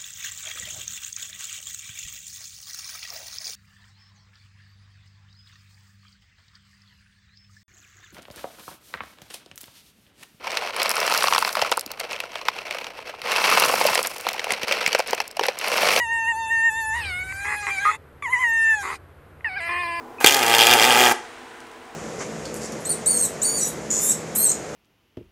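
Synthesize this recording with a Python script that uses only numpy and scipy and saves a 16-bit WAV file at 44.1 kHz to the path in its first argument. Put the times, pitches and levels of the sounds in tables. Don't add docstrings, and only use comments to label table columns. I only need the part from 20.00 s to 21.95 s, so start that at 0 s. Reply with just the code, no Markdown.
import sys
import numpy as np
from scipy import signal
from scipy.io import wavfile
from scipy.ndimage import uniform_filter1d

SR = 44100
rng = np.random.default_rng(int(sys.argv[2]) if len(sys.argv) > 2 else 0)


def store_wav(level_fs):
    pcm = np.round(np.clip(np.atleast_2d(level_fs), -1, 1) * 32767)
    wavfile.write(sys.argv[1], SR, pcm.T.astype(np.int16))


N = 85995

ARC_ON_S, ARC_OFF_S = .255, 1.129
STRIKE_S = .2443
# (frequency [Hz], level [dB])
SIZZLE_COLOUR = [(200, -16), (2000, 5), (4500, 7.5), (7000, 15), (9000, 7), (11000, 6), (13500, 10.5),
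                 (16000, 0)]


def amp(db):
    return 10 ** (np.asarray(db) / 20)


def unit(x):
    return x / np.sqrt(np.mean(x ** 2) + 1e-20)


def curve(points, s):
    return np.interp(s, *np.transpose(points))


def read(points, hz):
    f, value = np.transpose(points)
    return np.interp(np.log(hz + 1), np.log(f + 1), value)


def colour(x, points):
    size = 4096
    hz = abs(np.fft.fftfreq(size, 1 / SR))
    log_gain = np.log(amp(read(points, hz)))
    spectrum = np.exp(np.conj(signal.hilbert(log_gain)))
    ring = np.fft.ifft(spectrum).real[:size // 2]
    return signal.fftconvolve(x, ring / np.linalg.norm(ring))[:N]


def noise(points):
    return unit(colour(rng.standard_normal(N), points))


def clicks(times, gains):
    samples = np.round(np.asarray(times) * SR).astype(int)
    return np.bincount(np.clip(samples, 0, N - 1), gains, N)


def fade(x, decay_s):
    return signal.lfilter([1], [1, -np.exp(-1 / (decay_s * SR))], x)


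def puffs(x, decay_s):
    return fade(x, decay_s) * rng.standard_normal(N) * np.sqrt(2 / (decay_s * SR))


def snap(bursts):
    # (frequency [Hz], level [dB])
    crack_colour = [(60, -58), (400, -12), (1200, -16), (1900, -3.5), (2400, 0.5), (3300, 4.5), (4000, -9),
                    (4800, -3.5), (6500, -16.5), (10000, -17.5), (15000, -33.5)]
    tear = puffs(bursts, decay_s=.001)
    return colour(amp(-6) * bursts + amp(-1) * tear, crack_colour)


def arc():
    # (time [s], pops per second)
    pop_rate = [(.255, 125.4), (.29, 140.6), (.38, 133.7), (.43, 117.2), (.63, 114.3), (.73, 122.7),
                (.8, 106.6), (.875, 127.5), (.95, 116.9), (1.0, 126.2), (1.13, 116.5)]
    # (time [s], level [dB])
    pop_level = [(.27, 0.5), (.38, 2.5), (.52, 7.5), (.64, 5.5), (.73, 10.5), (.77, 6.5), (.85, 7.5),
                 (1.04, 9.5), (1.12, 8)]
    crackle_level = [(.26, -36), (.4, 1.5), (.49, -1.5), (.545, 17), (.57, -2), (.615, 25.5), (.645, 6.5),
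                     (.7, 14.5), (.742, 12), (.756, -10), (.8, 14), (.845, 13.5), (.885, 0), (.912, 14),
                     (.965, 5), (1.01, 9), (1.075, 10), (1.095, -11)]
    sizzle_level = [(.26, -33), (.33, -29), (.4, -34), (.5, -36), (.6, -20.5), (.735, -24.5), (.765, -30.5),
                    (.83, -18), (.89, -35), (1.0, -21), (1.125, -31)]
    # (frequency [Hz], level [dB])
    pop_colour = [(30, -29), (75, -19.5), (130, -10), (180, 0.5), (255, 7), (330, -6), (480, -1), (580, 6),
                  (850, 2), (1080, -2.5), (1260, 0.5), (1650, -5.5), (2300, -3), (3300, -8.5), (4200, -30),
                  (8000, -15), (15000, -35)]
    sputter_colour = [(60, -27.5), (200, -11), (420, 2.5), (620, 1), (900, 6.5), (1080, -6), (1700, 1.5),
                      (3300, -10.5), (5000, -8.5), (15000, -17)]
    pop_spread_db, crack_spread_db = 1.4, 1.3
    jitter_s, crack_lag_s = .00007, .00015
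    reignite_s, reignite_spread_s, reignite_db = .002345, .00012, -3
    sputter_db, sputter_s = -6.5, .0049

    t = np.arange(N) / SR
    cycles = np.cumsum(curve(pop_rate, t) * (t > ARC_ON_S) * (t < ARC_OFF_S)) / SR
    at = t[1:][np.diff(np.floor(cycles)) > 0]
    jitter, size, relight, lag, crack, fizz = rng.standard_normal((len(at), 6)).T
    at = at + jitter_s * jitter
    relit = at + reignite_s + reignite_spread_s * relight

    strength = amp(curve(pop_level, at) + pop_spread_db * size)
    pops = clicks(at, strength) + clicks(relit, strength * amp(reignite_db))
    sputter = amp(sputter_db) * colour(puffs(pops, sputter_s), sputter_colour)

    crack_gain = amp(curve(crackle_level, at) + crack_spread_db * crack)
    cracks = clicks(at + crack_lag_s * abs(lag), crack_gain)

    burning = np.clip(np.minimum(t - ARC_ON_S, ARC_OFF_S - t) / .004, 0, 1)
    short_sparks = clicks(at, amp(2 * crack_spread_db * crack))
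    relit_sparks = clicks(relit, amp(-4 + 2 * crack_spread_db * fizz))
    flare = .15 * burning + 2 * fade(short_sparks + relit_sparks, decay_s=.0016)
    sizzle = noise(SIZZLE_COLOUR) * flare * amp(curve(sizzle_level, t))
    return colour(pops, pop_colour) + sputter + snap(cracks) + sizzle


def spits():
    # (time [s], level [dB])
    spit_events = [(.2622, 18), (.2701, 17), (.2728, 12), (.2803, 9), (.2875, 8), (.2955, 8), (.3088, 9.5),
                   (.3229, 7.5), (.33, 4), (.3374, 6), (.3446, 12.5), (.347, 9), (.3674, 6), (.392, 3),
                   (.4308, 8), (.4648, 6), (.4812, 5), (.4984, 6), (.5502, 12), (.5837, 10), (.669, 15),
                   (.7117, 13), (.7365, 15)]
    at, db = np.transpose(spit_events)
    bursts = clicks(at, amp(db))
    fizz = colour(puffs(bursts, decay_s=.0014), SIZZLE_COLOUR)
    return snap(bursts) + amp(-3) * fizz


def strikes():
    # (frequency [Hz], level [dB])
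    touch_colour = [(60, -26), (400, -7), (900, 2), (1600, -6), (3000, -18), (15000, -36)]
    bang_colour = [(20, -16), (60, -12), (150, -10), (300, -6), (470, 3), (620, -3), (1000, -4), (2400, 0),
                   (4000, -6), (8000, -14), (15000, -23)]
    touch_s, touch_db, strike_db = .2116, 0, 24
    touch = clicks([touch_s], [amp(touch_db)])
    bang = clicks([STRIKE_S], [amp(strike_db)])
    blast = amp(-5) * puffs(bang, decay_s=.002)
    return colour(touch, touch_colour) + colour(bang + blast, bang_colour)


def gun():
    # (frequency [Hz], level [dB])
    gas_colour = [(100, -28), (500, -3), (900, 2), (1700, 1.5), (3200, -3.5), (4200, -12), (7000, -8.5),
                  (13000, -12), (16000, -14)]
    chirp_s, chirp_length_s, chirp_hz, chirp_db = .1835, .018, 2530, -36
    gas_on_s, gas_attack_s, gas_release_s = .202, .002, .0067
    t = np.arange(N) / SR
    chirp_shape = np.clip(np.minimum(t - chirp_s, chirp_s + chirp_length_s - t) / .0013, 0, 1)
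    chirp = amp(chirp_db) * chirp_shape * np.sin(2 * np.pi * chirp_hz * t)
    flow = np.clip(np.minimum((t - gas_on_s) / gas_attack_s, (ARC_OFF_S - t) / gas_release_s), 0, 1)
    gas_level_db = np.where(t > STRIKE_S, -33.5, -28.5)
    return chirp + amp(gas_level_db) * flow * noise(gas_colour)


def aftermath():
    # (time [s], level [dB])
    rustle_level = [(1.12, -63), (1.25, -40), (1.45, -42.5), (1.6, -43.5), (1.75, -45), (1.95, -46)]
    # (time [s], level [dB])
    tick_events = [(1.604, -20), (1.614, -29), (1.668, -27), (1.716, -25), (1.854, -28)]
    # (frequency [Hz], level [dB])
    rustle_colour = [(300, -16.5), (1500, 10), (3000, 1.5), (5000, -7), (9000, -9), (11500, -23),
                     (16000, -43)]
    tick_colour = [(500, -22.5), (3500, 2), (5200, 0), (7000, 0), (10000, -3), (15000, -21)]
    t = np.arange(N) / SR
    at, db = np.transpose(tick_events)
    rustle = noise(rustle_colour) * amp(curve(rustle_level, t)) * (t > ARC_OFF_S)
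    ticks = colour(puffs(clicks(at, amp(db)), decay_s=.0018), tick_colour)
    return rustle + ticks


def tail(t60_points, delay_s):
    hz, t, z = signal.stft(rng.standard_normal(SR), SR, nperseg=256)
    decay = amp(-60 * t / read(t60_points, hz)[:, None])
    ring = signal.istft(z * decay, SR, nperseg=256)[1]
    return np.r_[np.zeros(int(delay_s * SR)), ring / np.linalg.norm(ring)]


def shop(x):
    # (delay [s], gain)
    near_echoes = [(.00118, 0.12), (.0025, 0.34), (.0037, 0.088)]
    # (frequency [Hz], time [s])
    ring_t60 = [(100, 0.35), (500, 0.42), (1500, 0.35), (4000, 0.44), (8000, 0.36), (12000, 0.17)]
    # (frequency [Hz], level [dB])
    ring_colour = [(60, -2), (300, -3), (800, -2), (1700, 0), (2600, -7), (8000, -3), (11500, 0.5),
                   (15000, -23)]
    delay, gain = np.transpose(near_echoes)
    near = x + signal.fftconvolve(x, clicks(delay, gain))[:N]
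    ring = signal.fftconvolve(colour(near, ring_colour), tail(ring_t60, delay_s=.005))[:N]
    return near + amp(-14) * ring


def fans():
    # (frequency [Hz], level [dB])
    fan_colour = [(20, -8), (60, -15.5), (120, -11.5), (190, -20), (250, 1.5), (295, -13.5), (345, -4.5),
                  (470, -6), (570, -10), (780, -2.5), (1030, -8), (2000, -19), (4000, -31), (15500, -39)]
    # (frequency [Hz], rms level [dB])
    fan_tones = [(250, -63), (334, -54), (446, -52), (480, -55), (1001, -52.5)]
    t = np.arange(N) / SR
    out = amp(-42.5) * noise(fan_colour)
    for hz, db in fan_tones:
        smoothed = uniform_filter1d(rng.standard_normal(N), size=3000)
        waver = unit(uniform_filter1d(smoothed, size=3000))
        out += amp(db) * np.sqrt(2) * np.sin(2 * np.pi * hz * t + waver)
    return out


def scene():
    weld = arc() + spits() + strikes() + gun()
    return (shop(weld) + aftermath() + fans())[None]


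def record(dry):
    clipped = signal.lfilter(*signal.butter(1, 40, "high", fs=SR), np.clip(dry[0], -1, 1))
    power = signal.lfilter(*signal.butter(1, 12, fs=SR), clipped ** 2)
    level_db = 10 * np.log10(power + 1e-12)
    sink_db = np.arange(N) / SR * .83
    held_db = np.maximum.accumulate(level_db + sink_db) - sink_db
    over_db = np.maximum(held_db + 19, 0)
    duck_db = signal.lfilter(*signal.butter(1, 4, fs=SR), .3 * over_db)
    low_pass = signal.firwin(511, 15800, window=("kaiser", 7), fs=SR)
    return signal.fftconvolve(clipped * amp(-duck_db), low_pass, "same")[None]


dry = scene()
out = record(dry)
store_wav(out)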